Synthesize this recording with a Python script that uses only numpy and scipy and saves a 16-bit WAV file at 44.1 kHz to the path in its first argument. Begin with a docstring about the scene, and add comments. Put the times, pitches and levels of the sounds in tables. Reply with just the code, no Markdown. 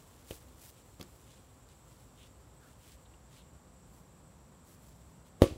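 """Soccer on a quiet backyard lawn

Two boys nudge soccer balls and walk through the grass, then one runs up and kicks hard.
Each kick is a short push that rings the ball's skin and the air inside; the yard throws it back.
Steps are crowds of tiny blade ticks, with sandal scuffs and snapping stalks on top.
Underneath sits a bed of far traffic, machines and insects, with one faint whistle."""
import sys
import numpy as np
from scipy import signal
from scipy.fft import rfft, irfft, next_fast_len
from scipy.io import wavfile
from scipy.ndimage import uniform_filter1d

SR = 44100
rng = np.random.default_rng(int(sys.argv[2]) if len(sys.argv) > 2 else 0)


def generate_wav(sig):
    """Save sig (samples, or channels by samples) to the path in sys.argv[1] as 16-bit PCM at SR."""
    pcm = np.round(np.clip(np.atleast_2d(sig).T, -1, 1) * 32767).astype(np.int16)
    wavfile.write(sys.argv[1], SR, pcm)


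N = 245671

# EQ curves for the traffic rumble and the faint hiss. Each row: frequency in Hz, gain in dB.
TRAFFIC_EQ = [(20, -46), (36, -9.5), (58, 4), (85, -3), (125, -2), (190, -10), (300, -12.5), (520, -15),
              (700, -17), (1050, -17.5), (1700, -27.5), (2500, -35), (5000, -39.5), (9000, -52)]
HISS_EQ = [(2000, 5.5), (4500, 3), (6000, 0), (10000, 0), (13000, -2), (16000, -23)]
# A far machine's hum and the insect chorus. Each row: centre in Hz, width in Hz, level in dB.
HUM_BANDS = [(251.8, 6.2, -76.5), (525.6, 12, -78.5)]
INSECT_BANDS = [(5700, 270, -85), (6700, 740, -87.5), (7380, 460, -75.5), (7950, 610, -74.5)]
# Feet in the grass. Each row: start in seconds, length in seconds, level in dB,
# weight on the foot from 0 (brushes the blades) to 1 (crushes the turf).
FOOTSTEPS = [(0.232, 0.17, -55.7, 0.15), (0.565, 0.16, -55.5, 0.024), (0.72, 0.12, -69, 0.95),
             (1.0, 0.29, -69, 0.045), (1.194, 0.23, -67, 1), (1.675, 0.069, -66.5, 0.98),
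             (1.8, 0.31, -69, 0.33), (2.13, 0.18, -65, 0.88), (2.575, 0.21, -67.5, 0.49),
             (2.764, 0.21, -61.5, 0.58), (3.278, 0.16, -63.5, 0.85), (3.846, 0.2, -68.5, .03),
             (4.624, .165, -64.5, 0.032), (4.78, .15, -67, .03), (5.24, 0.062, -69.5, .6)]
# EQ curves for brushed blades and crushed turf. Each row: frequency in Hz, gain in dB.
SWISH_EQ = [(300, -14), (1500, 2), (3000, 1), (6000, 5), (11000, 5.5), (16000, 4.5)]
CRUNCH_EQ = [(200, -7), (900, -11.5), (2000, -3.5), (3300, 0), (5000, -6), (9000, -5), (16000, -24)]
# Foot on ball. Each row: start in seconds, level in dB, contact time in milliseconds,
# trims in dB for thump, slap, ping and yard tail, then a pitch factor for the air's ring.
BALL_HITS = [(0.3093, -27, 0.31, 9, 15, -22, 6.5, 0.97), (0.9996, -36.5, 0.93, 4, -2, 1, 16.5, 0.72),
             (1.012, -38.5, 1, -20, -1, 10, 13, 0.67), (5.4204, -0.6, 0.61, -1, -0.5, -0.5, 2.5, 1.02)]
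# The ring of the air inside the ball, and the skin's thin ping.
# Each row: frequency in Hz, level in dB, time to fall 60 dB in seconds.
AIR_MODES = [(304.6, -6.5, 0.014), (239, -30.5, 0.1), (301.4, -25.5, 0.23), (347, -17.5, 0.084),
             (401, -12, 0.064), (452, -16.5, 0.07), (483, -11, 0.093), (532, -14, 0.11), (590, -37, 0.19),
             (668, -35, 0.12), (890, -48, 0.08)]
PING_MODES = [(1020, -70, 0.093), (1160, -20, 0.0045), (1146, -39, 0.16), (1223, -30, 0.024),
              (1810, -22, 0.0045), (2460, -54, 0.43), (3330, -44, 0.13), (3640, -26, 0.011)]
# The skin meets the foot panel by panel. Each row: delay in seconds, level in dB.
PANEL_SMACKS = [(0, -47), (.00038, -24), (.00105, -39)]
# EQ curves for the skin's slap and the scatter off lawn and trees. Each row: frequency in Hz, gain in dB.
SLAP_EQ = [(300, -20), (1100, -44), (2000, -4), (2900, 3.5), (3900, -5.5), (5000, -17), (8500, -15),
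           (11000, -11), (13000, -17), (16000, -23.5)]
YARD_EQ = [(40, -31), (80, 7), (170, -22), (300, 13), (500, 9.5), (660, 5), (850, -3), (1150, -4.5),
           (1600, -13.5), (2300, -12.5), (3400, -15.5), (5500, -18), (10500, -17.5), (16000, -25)]
# Decay of the lawn's scatter. Each row: frequency in Hz, time to fall 60 dB in seconds.
LAWN_DECAY = [(80, 0.16), (500, 0.057), (1500, 0.22), (4000, 0.37), (12000, 0.16)]
# Bounces off the house and nearby surfaces. Each row: delay in seconds, level in dB, low-pass in Hz.
YARD_ECHOES = [(.0111, -10.5, 900), (.0199, -13.5, 1000), (.0475, -24, 400), (0.0914, -19.5, 70),
               (.1030, -19, 70), (.1400, -25, 90)]
# Stalks and sandal snapping. Each row: start in seconds, peak in dB.
LOUD_SNAPS = [(0.997, -46), (1.0122, -36), (1.0275, -37), (1.519, -62), (1.689, -51), (2.92, -46)]
# EQ curve for a snap. Each row: frequency in Hz, gain in dB.
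SNAP_EQ = [(500, -16), (1500, 2), (2800, -3.5), (4600, 1.5), (6000, 1), (8000, -9), (10500, -3.5),
           (16000, -6.5)]
# Rubber on ball and grass. Each row: start in seconds, length in seconds, centre in Hz, level in dB.
SANDAL_SCUFFS = [(1.0065, .008, 3050, -52.5), (1.0115, .003, 4760, -52.5), (1.214, 0.15, 3320, -75.5),
                 (2.152, 0.13, 3200, -66), (3.05, 0.017, 3550, -67), (3.134, 0.015, 2870, -67.5),
                 (3.355, 0.082, 3450, -67)]

WALK_END_S = 3.5
TIME = np.arange(N) / SR


def amp(db):
    """Decibels to gain."""
    return 10 ** (np.asarray(db) / 20)


def unit_rms(x):
    """Scales to rms 1."""
    return x / np.sqrt(np.mean(x ** 2) + 1e-20)


def curve_at(points, hz):
    """Reads a curve along log frequency."""
    f, value = np.transpose(points)
    return np.interp(np.log(hz + 1), np.log(f + 1), value)


def add(mix, start, sound):
    """Drops a sound into the mix at a time in seconds."""
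    part = mix[max(round(start * SR), 0):][:len(sound)]
    part += sound[:len(part)]


def colour(x, eq):
    """Puts x through an EQ curve, at rms 1."""
    size = next_fast_len(len(x))
    gain = amp(curve_at(eq, np.fft.rfftfreq(size, 1 / SR)))
    return unit_rms(irfft(rfft(x, size) * gain, size)[:len(x)])


def band(hz, width):
    """A bell-shaped band of noise, at rms 1."""
    size = next_fast_len(N)
    bell = np.exp(-((np.fft.rfftfreq(size, 1 / SR) - hz) / width) ** 2)
    return unit_rms(irfft(rfft(rng.standard_normal(size)) * bell, size)[:N])


def drift(hz):
    """Random wobble up to about this rate, at rms 1."""
    return band(0, hz)


def click(eq, size=2048):
    """A minimum-phase click with the given EQ, at peak 1."""
    log_gain = np.log(amp(curve_at(eq, abs(np.fft.fftfreq(size, 1 / SR)))))
    pulse = np.fft.ifft(np.exp(np.conj(signal.hilbert(log_gain)))).real[:size // 2]
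    return pulse / abs(pulse).max()


def traffic(db=-58.5, swell_db=-0.45):
    """Far traffic: a low rumble whose level barely wavers."""
    return amp(db + swell_db * drift(11)) * colour(rng.standard_normal(N), TRAFFIC_EQ)


def machine_hum():
    """A far machine hums in two narrow bands."""
    return sum(amp(db) * band(hz, width) for hz, width, db in HUM_BANDS)


def insects(throb_db=1.5):
    """Many insects blur into a few shrill, throbbing bands."""
    return sum(amp(db + throb_db * drift(21)) * band(hz, width) for hz, width, db in INSECT_BANDS)


def hiss(db=-74.5):
    """A faint, even hiss under the insects."""
    return amp(db) * colour(rng.standard_normal(N), HISS_EQ)


def stroke(start, length, db, skew=1.21):
    """Envelope of one foot movement: it builds slowly and lets go faster."""
    progress = np.clip((TIME - start) / max(length, .01), 0, 1)
    return amp(db) * np.sin(np.pi * progress ** skew)


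def spring_back(power, db=-9.5, release_s=0.076):
    """Turns a rustle's power into an envelope, drawn out as bent blades spring back."""
    pole = np.exp(-1 / (release_s * SR))
    return np.sqrt(power + amp(db) ** 2 * signal.lfilter([1 - pole], [1, -pole], power))


def grass(blades_per_s=4500, grain_db=-3.0, clump_db=0.83, stir_db=-68, start_m=1.73, walk_m_per_s=1.14):
    """Each step bends a crowd of blades, each a tiny tick, and crushes the turf beneath."""
    distance = start_m + walk_m_per_s * np.minimum(TIME, WALK_END_S)
    walk_away = amp(stir_db) * start_m / distance  # grass and clothes stir as one boy walks off
    run_up = stroke(start=4.57, length=0.67, db=-74.5)  # the other boy, light on his feet
    stir = np.hypot(walk_away, run_up)
    power = np.array([stroke(start, length, db) ** 2 for start, length, db, _ in FOOTSTEPS])
    weight = np.array([row[-1] for row in FOOTSTEPS])
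    swish = np.hypot(stir, spring_back((1 - weight) @ power))
    crunch = np.hypot(amp(-3) * stir, spring_back(weight @ power))
    sizes = amp(grain_db * np.minimum(rng.exponential(1, (2, N)), 4)) * rng.standard_normal((2, N))
    ticks = sizes * (rng.random((2, N)) < blades_per_s / SR)
    rustle = swish * colour(ticks[0], SWISH_EQ) + crunch * colour(ticks[1], CRUNCH_EQ)
    return amp(clump_db * drift(40)) * rustle


def ring(t, hz, db, t60):
    """One mode of the ball, ringing out."""
    return amp(db - 60 * t / t60) * np.cos(2 * np.pi * hz * t)


def yard_tail(t, lawn_db=-28, trees_db=-49, trees_t60=1.0, attack_s=0.0022, lumpy_db=1.5):
    """Diffuse tail: quick, uneven scatter from the lawn, then a faint long one from the trees."""
    hz, age, spectra = signal.stft(colour(rng.standard_normal(len(t)), YARD_EQ), SR, nperseg=256)
    lawn = amp(lawn_db - 60 * age / curve_at(LAWN_DECAY, hz)[:, None])
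    trees = amp(trees_db - 60 * age / trees_t60)
    lumps = amp(lumpy_db * unit_rms(uniform_filter1d(rng.standard_normal(spectra.shape), 12, axis=0)))
    tail = signal.istft(spectra * np.hypot(lawn, trees) * lumps, SR, nperseg=256)[1][:len(t)]
    return tail * (1 - np.exp(-t / attack_s))


def kicks(buzz_db=-33, buzz_t60=0.043, lead_s=0.005):
    """The foot's brief push rings the ball and slaps its skin; the yard answers."""
    direct, tails = np.zeros(N), np.zeros(N)
    t = np.arange(SR // 2) / SR
    push_ms = np.arange(-lead_s, lead_s, 1 / SR) * 1000
    ping = sum(ring(t, *mode) for mode in PING_MODES)
    smack = click(SLAP_EQ)
    for start, db, contact_ms, thump_db, slap_db, ping_db, tail_db, pitch in BALL_HITS:
        air = sum(ring(t * pitch, *mode) for mode in AIR_MODES)
        thump = amp(thump_db) * ring(t, hz=82, db=-7.5, t60=0.017)  # the ball squashes and springs back
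        push = np.exp(-abs(push_ms) / contact_ms)
        body = signal.fftconvolve(air + thump, push)
        add(direct, start - lead_s, -amp(db) * body / abs(body).max())
        # the panels smack against the foot, then buzz and ping briefly
        for delay, panel_db in PANEL_SMACKS:
            add(direct, start + delay, amp(db + slap_db + panel_db) * smack)
        buzz = amp(buzz_db - 60 * t / buzz_t60) * colour(rng.standard_normal(len(t)), SLAP_EQ)
        add(direct, start, amp(db + slap_db) * buzz + amp(db + ping_db) * ping)
        add(tails, start, amp(db + tail_db) * yard_tail(t))
    out = direct + tails
    for delay, db, cutoff_hz in YARD_ECHOES:  # grass and leaves soak up the treble
        add(out, delay, amp(db) * signal.lfilter(*signal.butter(1, cutoff_hz, fs=SR), direct))
    return out


def snap(t60=0.011, size=1024):
    """A stalk gives way in a tight burst of ticks, at peak 1."""
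    burst = rng.standard_normal(size) * amp(-60 * np.arange(size) / SR / t60)
    sound = np.convolve(burst, click(SNAP_EQ))
    return sound / abs(sound).max()


def sandals(scuff_width_hz=700, small_snaps_per_s=4, small_snap_db=-60):
    """Soles scuff in a narrow hiss and snap a few stalks; smaller ones break at random on the walk."""
    out = sum(stroke(start, length, db) * band(hz, scuff_width_hz)
              for start, length, hz, db in SANDAL_SCUFFS)
    for start, db in LOUD_SNAPS:
        add(out, start, amp(db) * snap())
    triggers = (rng.random(N) < small_snaps_per_s / SR) & (TIME < WALK_END_S)
    breaks = amp(small_snap_db) * triggers * rng.standard_normal(N)
    return out + signal.oaconvolve(breaks, snap())[:N]


def whistle(start=2.58, length=0.15, hz=1570, sag_hz=280, db=-68, waver=0.13):
    """One thin tone that swells, sags ever faster and fades, blurred by distance."""
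    progress = np.clip((TIME - start) / length, 0, 1)
    pitch_hz = (hz - sag_hz * progress ** 2) * (1 + waver * drift(317))
    tone = np.sqrt(2) * np.sin(2 * np.pi * np.cumsum(pitch_hz) / SR)
    return amp(db) * np.sin(np.pi * progress) * tone


def engine_drone(start=2.82, rise_s=0.88, db=-66.5):
    """A far engine's low drone fades up once and holds."""
    fade_in = np.clip((TIME - start) / rise_s, 0, 1)
    return amp(db) * fade_in * band(hz=179.5, width=44)


def pre_kick_swell(start=5.398, end=5.421, end_db=-40, rise_db=22):
    """A brief, dull swell of noise that rises into the hard kick."""
    out, size = np.zeros(N), round((end - start) * SR)
    swell = amp(end_db + rise_db * np.linspace(-1, 0, size))
    add(out, start, swell * colour(rng.standard_normal(size), YARD_EQ))
    return out


def scene():
    """Ball and feet up front, the far sounds behind, in mono."""
    action = kicks() + pre_kick_swell() + grass() + sandals()
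    backdrop = whistle() + traffic() + engine_drone() + machine_hum() + insects() + hiss()
    return (action + backdrop)[None]


def record(dry, low_cut_hz=39, high_cut_hz=15800):
    """The microphone drops the deep bass; a steep high cut trims the very top."""
    thinned = signal.lfilter(*signal.butter(3, low_cut_hz, "high", fs=SR), dry)
    high_cut = signal.firwin(511, high_cut_hz, window=("kaiser", 9), fs=SR)
    return signal.oaconvolve(thinned, high_cut[None], "same")


dry = scene()
out = record(dry)
generate_wav(out)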